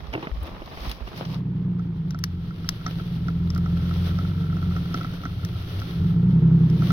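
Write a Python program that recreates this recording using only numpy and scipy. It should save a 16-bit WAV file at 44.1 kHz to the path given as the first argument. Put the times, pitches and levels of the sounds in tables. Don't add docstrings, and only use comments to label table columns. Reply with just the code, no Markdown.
import sys
import numpy as np
from scipy import signal
from scipy.fft import rfft, irfft, next_fast_len
from scipy.io import wavfile

SR = 44100
rng = np.random.default_rng(int(sys.argv[2]) if len(sys.argv) > 2 else 0)


def unload_audio(sound):
    columns = np.transpose(np.atleast_2d(sound))
    steps = np.round(np.clip(columns, -1, 1) * 32767)
    wavfile.write(sys.argv[1], SR, steps.astype(np.int16))


N = 305172

# (relative strength [dB], lateness [firing gaps])
CYLINDERS = [(-2.5, -.01), (-10.5, -.1), (1.1, .02), (-13.3, -.02), (.3, -.02), (-9.5, .03)]
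# (frequency [Hz], width [Hz], relative level [dB])
PIPE_MODES = [(50, 12, -16.5), (77, 20, -12.3), (140, 8, -15.7), (158, 9, -8.7), (163, 18, 2.2),
              (180.5, 13, -1.1)]
# (frequency [Hz], width [Hz], relative level [dB])
PANEL_MODES = [(226.7, 22, -31), (285, 35, -30), (346.2, 8.4, -21.5), (446.4, 3.5, -24.5), (913, 27, -43.5)]


def exhaust(rate, fired, throttle_db):
    count = np.arange(1, int(fired[-1]))
    strength_db, late = np.transpose(CYLINDERS)[:, count % len(CYLINDERS)]
    late_luck, strength_luck = rng.standard_normal((2, len(count)))
    unsteady = np.clip(60 / np.interp(count, fired, rate) - 0.7, 0.1, 2)
    moment = count + late + 0.015 * unsteady * late_luck
    at = np.interp(moment, fired, np.arange(N)).astype(int)
    puffs = np.zeros(N)
    puffs[at] = gain_of(strength_db + 1.6 * unsteady * strength_luck)
    pipe = 0
    for k, (hz, width_hz, db) in enumerate(PIPE_MODES + PANEL_MODES):
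        pipe = pipe + (-1) ** k * width_hz * ring(hz, db, 2.19 / width_hz, size=12000, rise=0.0005)
    sound = signal.oaconvolve(puffs / np.sqrt(rate), pipe)[:N]
    return evened(sound) * gain_of(throttle_db)


# (frequency [Hz], level over the throttle curve [dB])
BOOM = [(30, -14), (43, -13.5), (56, -32.5), (72, -16.5), (88, 3.5), (105, -11.5), (122, -5), (135, -15),
        (150, -1), (165, -4), (178, -12.5), (195, -37)]


def drones(rate, fired, throttle_db):
    sway = 0.016 * wander(hz=9)
    tones = np.zeros(N)
    for times, start in [(1, 0), (2, -0.6), (3, -0.3)]:
        level_db = throttle_db + read(BOOM, times * rate)
        tones += gain_of(level_db) * np.cos(2 * np.pi * times * (fired + start + sway))
    return tones * gain_of(1.0 * wander(hz=21.0))


# (frequency [Hz], relative level per Hz [dB])
CLATTER_COLOUR = [(120, -38), (200, -8.5), (231, -9.5), (353, -17.5), (582, -35), (904, -29.5), (1090, -31),
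                  (3400, -45), (6000, -80), (7800, -84.5), (13200, -120)]


def clatter(fired, throttle_db):
    noise = rng.standard_normal((2, N)) * (1 + 0.34 * np.cos(2 * np.pi * fired))
    return colour(noise, CLATTER_COLOUR) * gain_of(-31.5 + 0.5 * throttle_db)


# (frequency [Hz], relative level per Hz [dB])
RUMBLE_COLOUR = [(15, 9), (45, 12.5), (120, 22), (300, -50.5)]


def body_rumble(rate):
    return colour(rng.standard_normal((2, N)), RUMBLE_COLOUR) * gain_of(-44.5 - 0.5 * (rate - 53.0))


# (time [s], firing rate [firings/s])
SPEED = [(1.12, 63.01), (1.6, 61.19), (1.9, 56.1), (2.26, 45.38), (2.6, 37.35), (2.76, 35.33), (3.1, 40.4),
         (3.45, 42.79), (3.85, 42.66), (4.42, 46.81), (4.73, 43.7), (4.82, 41.8), (4.92, 37.8),
         (5.11, 35.5), (5.37, 29.6), (5.7, 29.6), (5.83, 30.5), (5.94, 38.25), (6.18, 57.9), (6.36, 64.16),
         (6.52, 65.66), (6.92, 61.07)]
# (time [s], exhaust level [dB])
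THROTTLE = [(1.2, -36), (1.3, -27), (1.65, -24.5), (2.05, -28.5), (2.3, -32.5), (2.75, -33.5), (3.45, -25),
            (4.75, -26), (5.05, -31.5), (5.6, -37.5), (5.82, -37.5), (6.05, -21.5), (6.45, -14),
            (6.9, -18.5)]


def engine():
    gate, throttle_db = curves(THROTTLE, (1.12, 1.2))
    rate = np.interp(np.arange(N) / SR, *np.transpose(SPEED))
    fired = np.cumsum(rate) / SR + 0.6
    direct = exhaust(rate, fired, throttle_db) + drones(rate, fired, throttle_db)
    diffuse = clatter(fired, throttle_db) + body_rumble(rate)
    return gate * direct, gate * diffuse


# (time [s], creaking level [dB])
STRAIN = [(1.3, -73), (2.6, -58.5), (3.44, -56), (4.05, -49.5), (4.99, -47), (5.9, -54), (6.9, -57.5)]
# (time [s], level [dB])
JERKS = [(1.7945, -34.5), (2.1459, -28), (2.507, -33.5), (2.6445, -32), (2.812, -35), (2.863, -19.5),
         (2.879, -28), (2.997, -29), (3.2833, -22.5), (3.561, -26), (3.579, -31.5), (3.66, -26.5),
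         (3.7697, -35.5), (3.9099, -27), (3.9732, -50), (4.072, -30.5), (4.105, -32), (4.1875, -25),
         (4.2496, -32), (4.5035, -43), (4.5255, -33), (4.5674, -29.5), (4.6268, -29), (4.7642, -25),
         (4.8577, -34), (4.9111, -36), (4.943, -17.5), (5.0111, -24.5), (5.0456, -22.5), (5.0697, -42),
         (5.1351, -33), (5.1685, -40), (5.2353, -30), (5.2535, -19.5), (5.8172, -26), (6.8211, -24),
         (6.9045, -18)]
# (frequency [Hz], relative level [dB], time to fall 60 dB [s])
LOG_MODES = [(257, -6, 0.067), (699, -8.5, 0.025), (1247, -10.5, 0.03), (1329, 4, 0.032), (1406, -4, 0.031),
             (1930, -2.5, 0.016), (2080, -14.5, 0.032)]


def log_wood():
    gate, creak_db = curves(STRAIN, (1.2, 1.4))
    stray_db = 3 * np.minimum(rng.exponential(1, N), 2.5)
    slips = gain_of(stray_db) * (rng.random(N) < 120 / SR) * rng.choice([-1, 1], N)
    slip_rate = 31 * (1 + 0.12 * wander(hz=14))
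    turns = np.floor(np.cumsum(slip_rate) / SR)
    slips += np.diff(turns, prepend=0) * gain_of(9 + 3.2 * rng.standard_normal(N))
    jerks = strikes(JERKS, column=1)
    spots = 6
    spot = rng.integers(0, spots, N)
    creak, rings = np.zeros((2, N))
    for k in range(spots):
        wood = 0
        for hz, db, t60 in LOG_MODES:
            tuning, weight = rng.standard_normal(2)
            wood = wood + ring(hz * (1 + 0.014 * tuning), db + 2.5 * weight, t60, rise=0.0015)
        wood = wood / abs(wood).max()
        creak += signal.oaconvolve(slips * (spot == k), wood)[:N]
        rings += signal.oaconvolve(jerks * (spot == k), wood)[:N]
    return evened(creak) * gate * gain_of(creak_db) + rings


# (time [s], level [dB], extra top end [dB])
TWIGS = [(2.1074, -28.5, -5), (2.1898, -33.5, 5.5), (2.2395, -11, -3), (2.6903, -8.5, -3),
         (2.8652, -22, -26), (3.5033, -25.5, -9), (3.549, -31.5, -1), (3.578, -34, 7), (4.943, -30.5, -24),
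         (5.4494, -26, 3), (5.8, -31, 0), (6.7005, -34.5, 1), (6.9045, -41, -4)]
# (frequency [Hz], relative level per Hz [dB])
SNAP_COLOUR = [(760, -50), (1050, -7), (1340, 0), (1620, -4), (1950, -2.5), (2470, -16.5), (3260, -7.5),
               (4520, -7.5), (5400, 0.5), (7580, -27), (8150, -30.5), (11400, -13.5), (16000, -21)]


def twig_snaps():
    t = np.arange(4000) / SR
    crack = np.minimum(t / 0.0004, 1) * gain_of(-5 - 60 * t / 0.013)
    scatter = np.minimum(t / 0.0026, 1) * gain_of(-32 - 60 * t / 0.09)
    bark = gain_of(-13) * strikes(JERKS, column=1)
    return cracks(TWIGS, crack + scatter, SNAP_COLOUR, lift_db=0, click=2.4, more=bark)


# (time of the top [s], hiss level [dB], swell time [s], sink time [s])
LURCHES = [(2.899, -44.5, 0.52, 0.64), (4.05, -41.5, 0.49, 0.46), (4.988, -42.5, 0.77, 0.56),
           (5.719, -45, 0.16, 0.13), (5.88, -42.5, 0.82, 0.37), (6.95, -35.5, 0.2, 0.17)]
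# (frequency [Hz], relative level per Hz [dB])
LEAF_COLOUR = [(180, -27), (300, -9), (455, -15), (900, -24.5), (1340, -21.5), (1610, -24), (2520, -25),
               (3240, -20), (4230, -25), (6000, -35.5), (6740, -51), (7080, -66.5), (9090, -46.5),
               (11700, -38.5), (16000, -39.5)]


def dragged_leaves():
    gate = np.interp(np.arange(N) / SR, (1.2, 1.4), (0, 1))
    hiss_db = swells(*np.transpose(LURCHES), bed_db=-60.5)
    hiss = colour(grainy(per_s=150, spread_db=3, share=0.12), LEAF_COLOUR)
    hiss *= gain_of(1.18 * wander(hz=11.3))
    dull = signal.sosfiltfilt(signal.butter(4, 5800, fs=SR, output="sos"), hiss)
    bright = (hiss - dull) * gain_of(0.18 * (hiss_db + 44.0))
    return (dull + bright) * gate * gain_of(hiss_db)


# (time [s], level [dB], hardness [dB per octave above the second mode])
KNOCKS = [(0.132, -25, 0), (0.138, -33.5, 17.5), (0.151, -7.5, -9), (0.176, -14.5, -9.5),
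          (0.228, -17.5, -6), (0.271, -38, 19), (0.62, -26.5, -0.5), (0.773, -38, 13), (1.076, -42, 16.5),
          (1.141, -23, -9), (1.178, -36, 10)]
# (frequency [Hz], relative level [dB], time to fall 60 dB [s])
HOLLOW_MODES = [(128, -4.5, 0.034), (314, -15, 0.12), (358, -2, 0.031), (496, -3, 0.031), (643, -8, 0.055)]


def knocks():
    sound = np.zeros(N)
    for s, db, hard in KNOCKS:
        hollow = 0
        for k, (hz, mode_db, t60) in enumerate(HOLLOW_MODES):
            octaves = max(np.log2(hz / HOLLOW_MODES[1][0]), 0)
            hollow = hollow + (-1) ** k * ring(hz, mode_db + hard * octaves, t60, rise=0.0044)
        sound += signal.oaconvolve(strikes([(s, db)], column=1), hollow)[:N]
    fall = gain_of(-60 * np.arange(2000) / SR / 0.029)
    hits = strikes([(s, db + hard) for s, db, hard in KNOCKS], column=1)
    tick = signal.oaconvolve(hits, fall)[:N] * gain_of(-4)
    return sound + colour(tick * rng.standard_normal(N), [(300, 15.0), (900, 7.5), (3000, 2.5), (6000, -80)])


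# (time [s], level [dB], frequency [Hz], left over right [dB])
THUMPS = [(0.02, -27.5, 63, -14), (0.081, -22.5, 54.6, -6), (0.314, -15.5, 53.5, 9),
          (0.369, -18.5, 54.3, -7), (0.412, -17.5, 72.5, 3), (0.512, -25.5, 41, 0), (0.598, -27, 32.5, -4),
          (0.806, -22, 51.7, -3), (0.871, -15.5, 53.6, -5), (1.01, -20.5, 55, -9), (1.047, -28, 45, -3)]


def thumps():
    sound = np.zeros((2, N))
    for s, db, hz, side_db in THUMPS:
        thump = ring(hz, 0, 0.16, size=9000, rise=0.0057)
        sides = gain_of([[side_db / 2], [-side_db / 2]])
        sound += sides * signal.oaconvolve(strikes([(s, db)], column=1), thump)[:N]
    return sound


# (time of the top [s], swell time [s], scuff level [dB], leaf rustle level [dB])
MOVES = [(0.146, 0.028, -36.5, -53.5), (0.233, 0.029, -32.5, -55), (0.431, 0.0066, -49, -62.5),
         (0.463, 0.034, -34.5, -50.5), (.69, 0.11, -83, -61), (.82, 0.017, -50.5, -64),
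         (0.864, 0.12, -36, -41.5), (0.917, 0.088, -44.5, -45), (1.076, .02, -51.5, -49),
         (1.178, 0.03, -40, -42), (1.33, 0.1, -48, -47)]
# (frequency [Hz], relative level per Hz [dB])
SCUFF_COLOUR = [(94, -42.5), (160, -6), (301, -7.5), (374, -9), (451, -9), (1190, -11), (1440, -18),
                (4000, -25), (5200, -60), (8800, -120)]
# (frequency [Hz], relative level per Hz [dB])
RUSTLE_COLOUR = [(710, -19.5), (1200, -12.5), (1440, -14.5), (1890, -10.5), (3220, -7.5), (5240, -11.5),
                 (6500, -25), (7000, -41.5), (8400, -37), (9100, -28), (9820, -30.5), (11600, -23.5),
                 (16000, -24.5)]


def scuff_and_rustle():
    top_s, swell_s, scuff_top_db, rustle_top_db = np.transpose(MOVES)
    sink_s = 0.047
    scuff_db = swells(top_s, scuff_top_db, swell_s, sink_s, bed_db=-45)
    rustle_db = swells(top_s, rustle_top_db, swell_s, sink_s, bed_db=-56)
    scuff_db = scuff_db + 2.47 * wander(hz=24.6)
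    scuff = colour(grainy(per_s=67, spread_db=2.5, share=0.35), SCUFF_COLOUR)
    rustle = colour(grainy(per_s=400, spread_db=2, share=0.2), RUSTLE_COLOUR)
    return scuff * gain_of(scuff_db) + rustle * gain_of(rustle_db)


# (time [s], level [dB], extra top end before a common lift [dB])
LEAF_CRACKS = [(0.0691, -42, -34), (0.1281, -39, -32), (0.1355, -30.5, -26), (0.1929, -43, -46),
               (0.2258, -41, -31), (0.2536, -44, -30), (0.2718, -45, -53), (0.4304, -49.5, 3.5),
               (0.468, -43, -12.5), (0.6594, -41, -19), (0.846, -39, -23), (0.8956, -30.5, -13),
               (0.9144, -26, -16), (1.076, -50, -28), (1.1757, -40, -14), (1.252, -32, -33),
               (1.344, -34.5, -24)]


def leaf_cracks():
    fall = gain_of(-3.0 - 60 * np.arange(2000) / SR / 0.027)
    return cracks(LEAF_CRACKS, fall, RUSTLE_COLOUR, lift_db=20.0)


# (frequency [Hz], relative level per Hz [dB])
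GROUND_COLOUR = [(25, 2), (60, 11.5), (180, 12.5), (320, -85)]


def ground_rumble():
    left, other = colour(rng.standard_normal((2, N)), GROUND_COLOUR) * gain_of(-44.5)
    return np.array([left, 0.62 * left + 1.07 * other])


# (frequency [Hz], lead [radians])
NEAR_LEAD = [(0, 0), (2930, -4.7), (6290, -12.9), (8350, -24.7), (16300, -47.8)]


def tailgate():
    gate = np.interp(np.arange(N) / SR, (1.36, 1.43), (1, 0))
    above = ports(knocks() + leaf_cracks(), gate * scuff_and_rustle(), NEAR_LEAD)
    return above + thumps() + gate * ground_rumble()


def gain_of(db):
    return 10 ** (np.asarray(db) / 20)


def evened(x):
    return x / np.sqrt(np.mean(x ** 2) + 1e-20)


def read(points, hz):
    f, value = np.transpose(points)
    return np.interp(np.log(hz + 1), np.log(f + 1), value)


def curves(rows, fade_in):
    s, *columns = np.transpose(rows)
    t = np.arange(N) / SR
    return np.interp(t, fade_in, [0, 1]), *(np.interp(t, s, c) for c in columns)


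def colour(x, points):
    gain = gain_of(read(points, np.fft.rfftfreq(N, 1 / SR)))
    return irfft(rfft(x) * evened(gain), N)


def wander(hz):
    return evened(signal.sosfilt(signal.butter(4, hz, fs=SR, output="sos"), rng.standard_normal(N)))


def grainy(per_s, spread_db, share):
    size_db = spread_db * np.minimum(rng.exponential(1, N), 4)
    grains = gain_of(size_db) * (rng.random(N) < per_s / SR)
    bursts = evened(signal.lfilter([1], [1, -np.exp(-500 / SR)], grains))
    return rng.standard_normal((2, N)) * np.sqrt(1 - np.clip(share, 0, 1) + share * bursts ** 2)


def ring(hz, db, t60, size=4000, rise=1e-4):
    t = np.arange(size) / SR
    return gain_of(db - 60 * t / t60) * np.sin(2 * np.pi * hz * t) * (1 - np.exp(-t / rise)) ** 2


def strikes(rows, column):
    out = np.zeros(N)
    np.add.at(out, [round(r[0] * SR) for r in rows], [gain_of(r[column]) for r in rows])
    return out


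def swells(top_s, top_db, swell_s, sink_s, bed_db):
    t = np.arange(N)[:, None] / SR - top_s
    humps_db = top_db - 10 * np.where(t < 0, -t / swell_s, t / sink_s)
    return 10 * np.log10((gain_of(humps_db) ** 2).sum(1) + gain_of(bed_db) ** 2)


def cracks(rows, shape, points, lift_db, click=0, more=0):
    noise = rng.standard_normal(N)
    sos = signal.butter(6, 7500, fs=SR, output="sos")

    def burst(hits):
        return colour(click * hits + signal.oaconvolve(hits, shape)[:N] * noise, points)

    low = burst(strikes(rows, column=1) + more)
    top = burst(strikes([(s, db + top_db + lift_db) for s, db, top_db in rows], column=1))
    return signal.sosfiltfilt(sos, low) + top - signal.sosfiltfilt(sos, top)


# (frequency [Hz], likeness [0-1])
LIKENESS = [(40, 1), (90, 1), (200, 0.94), (500, 0.73), (1300, 0.1), (5000, 0)]
# (frequency [Hz], level [dB])
SIDE_DB = [(60, 2), (120, -0.5), (240, -1), (480, -0.5), (950, -2), (1890, -2.5), (3770, 3), (7520, 14),
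           (15000, 3.5)]


def ports(direct, diffuse, lead):
    size = next_fast_len(N + SR // 10)
    hz = np.fft.rfftfreq(size, 1 / SR)
    like = np.clip(read(LIKENESS, hz), 0, 1)
    half = gain_of(read(SIDE_DB, hz) / 2) * np.exp(0.5j * np.interp(hz, *np.transpose(lead)))
    d = rfft(direct, size)
    a, b = rfft(diffuse, size)
    left = (d + a) * half
    right = (d + like * a + np.sqrt(1 - like ** 2) * b) / half
    return irfft(np.array([left, right]), size)[:, :N]


# (frequency [Hz], lead [radians])
FAR_LEAD = [(0, 0), (600, 0.4), (1460, -1.8), (2930, -2.0), (6200, 4.0), (6800, 3.4), (7150, 6.8),
            (8790, 5.5), (14600, 14.0), (16300, 12.4)]


def scene():
    engine_direct, engine_diffuse = engine()
    wood = log_wood() + twig_snaps()
    far = ports(engine_direct + wood, engine_diffuse + dragged_leaves(), FAR_LEAD)
    return far + tailgate()


def band_limit(x):
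    return signal.sosfilt(signal.butter(12, 16680, fs=SR, output="sos"), x)


def record(dry):
    edge = signal.firwin(511, 16000, window=("kaiser", 9), fs=SR)
    mix = signal.oaconvolve(dry, edge[None], "same")
    return band_limit(mix)


dry = scene()
out = record(dry)
unload_audio(out)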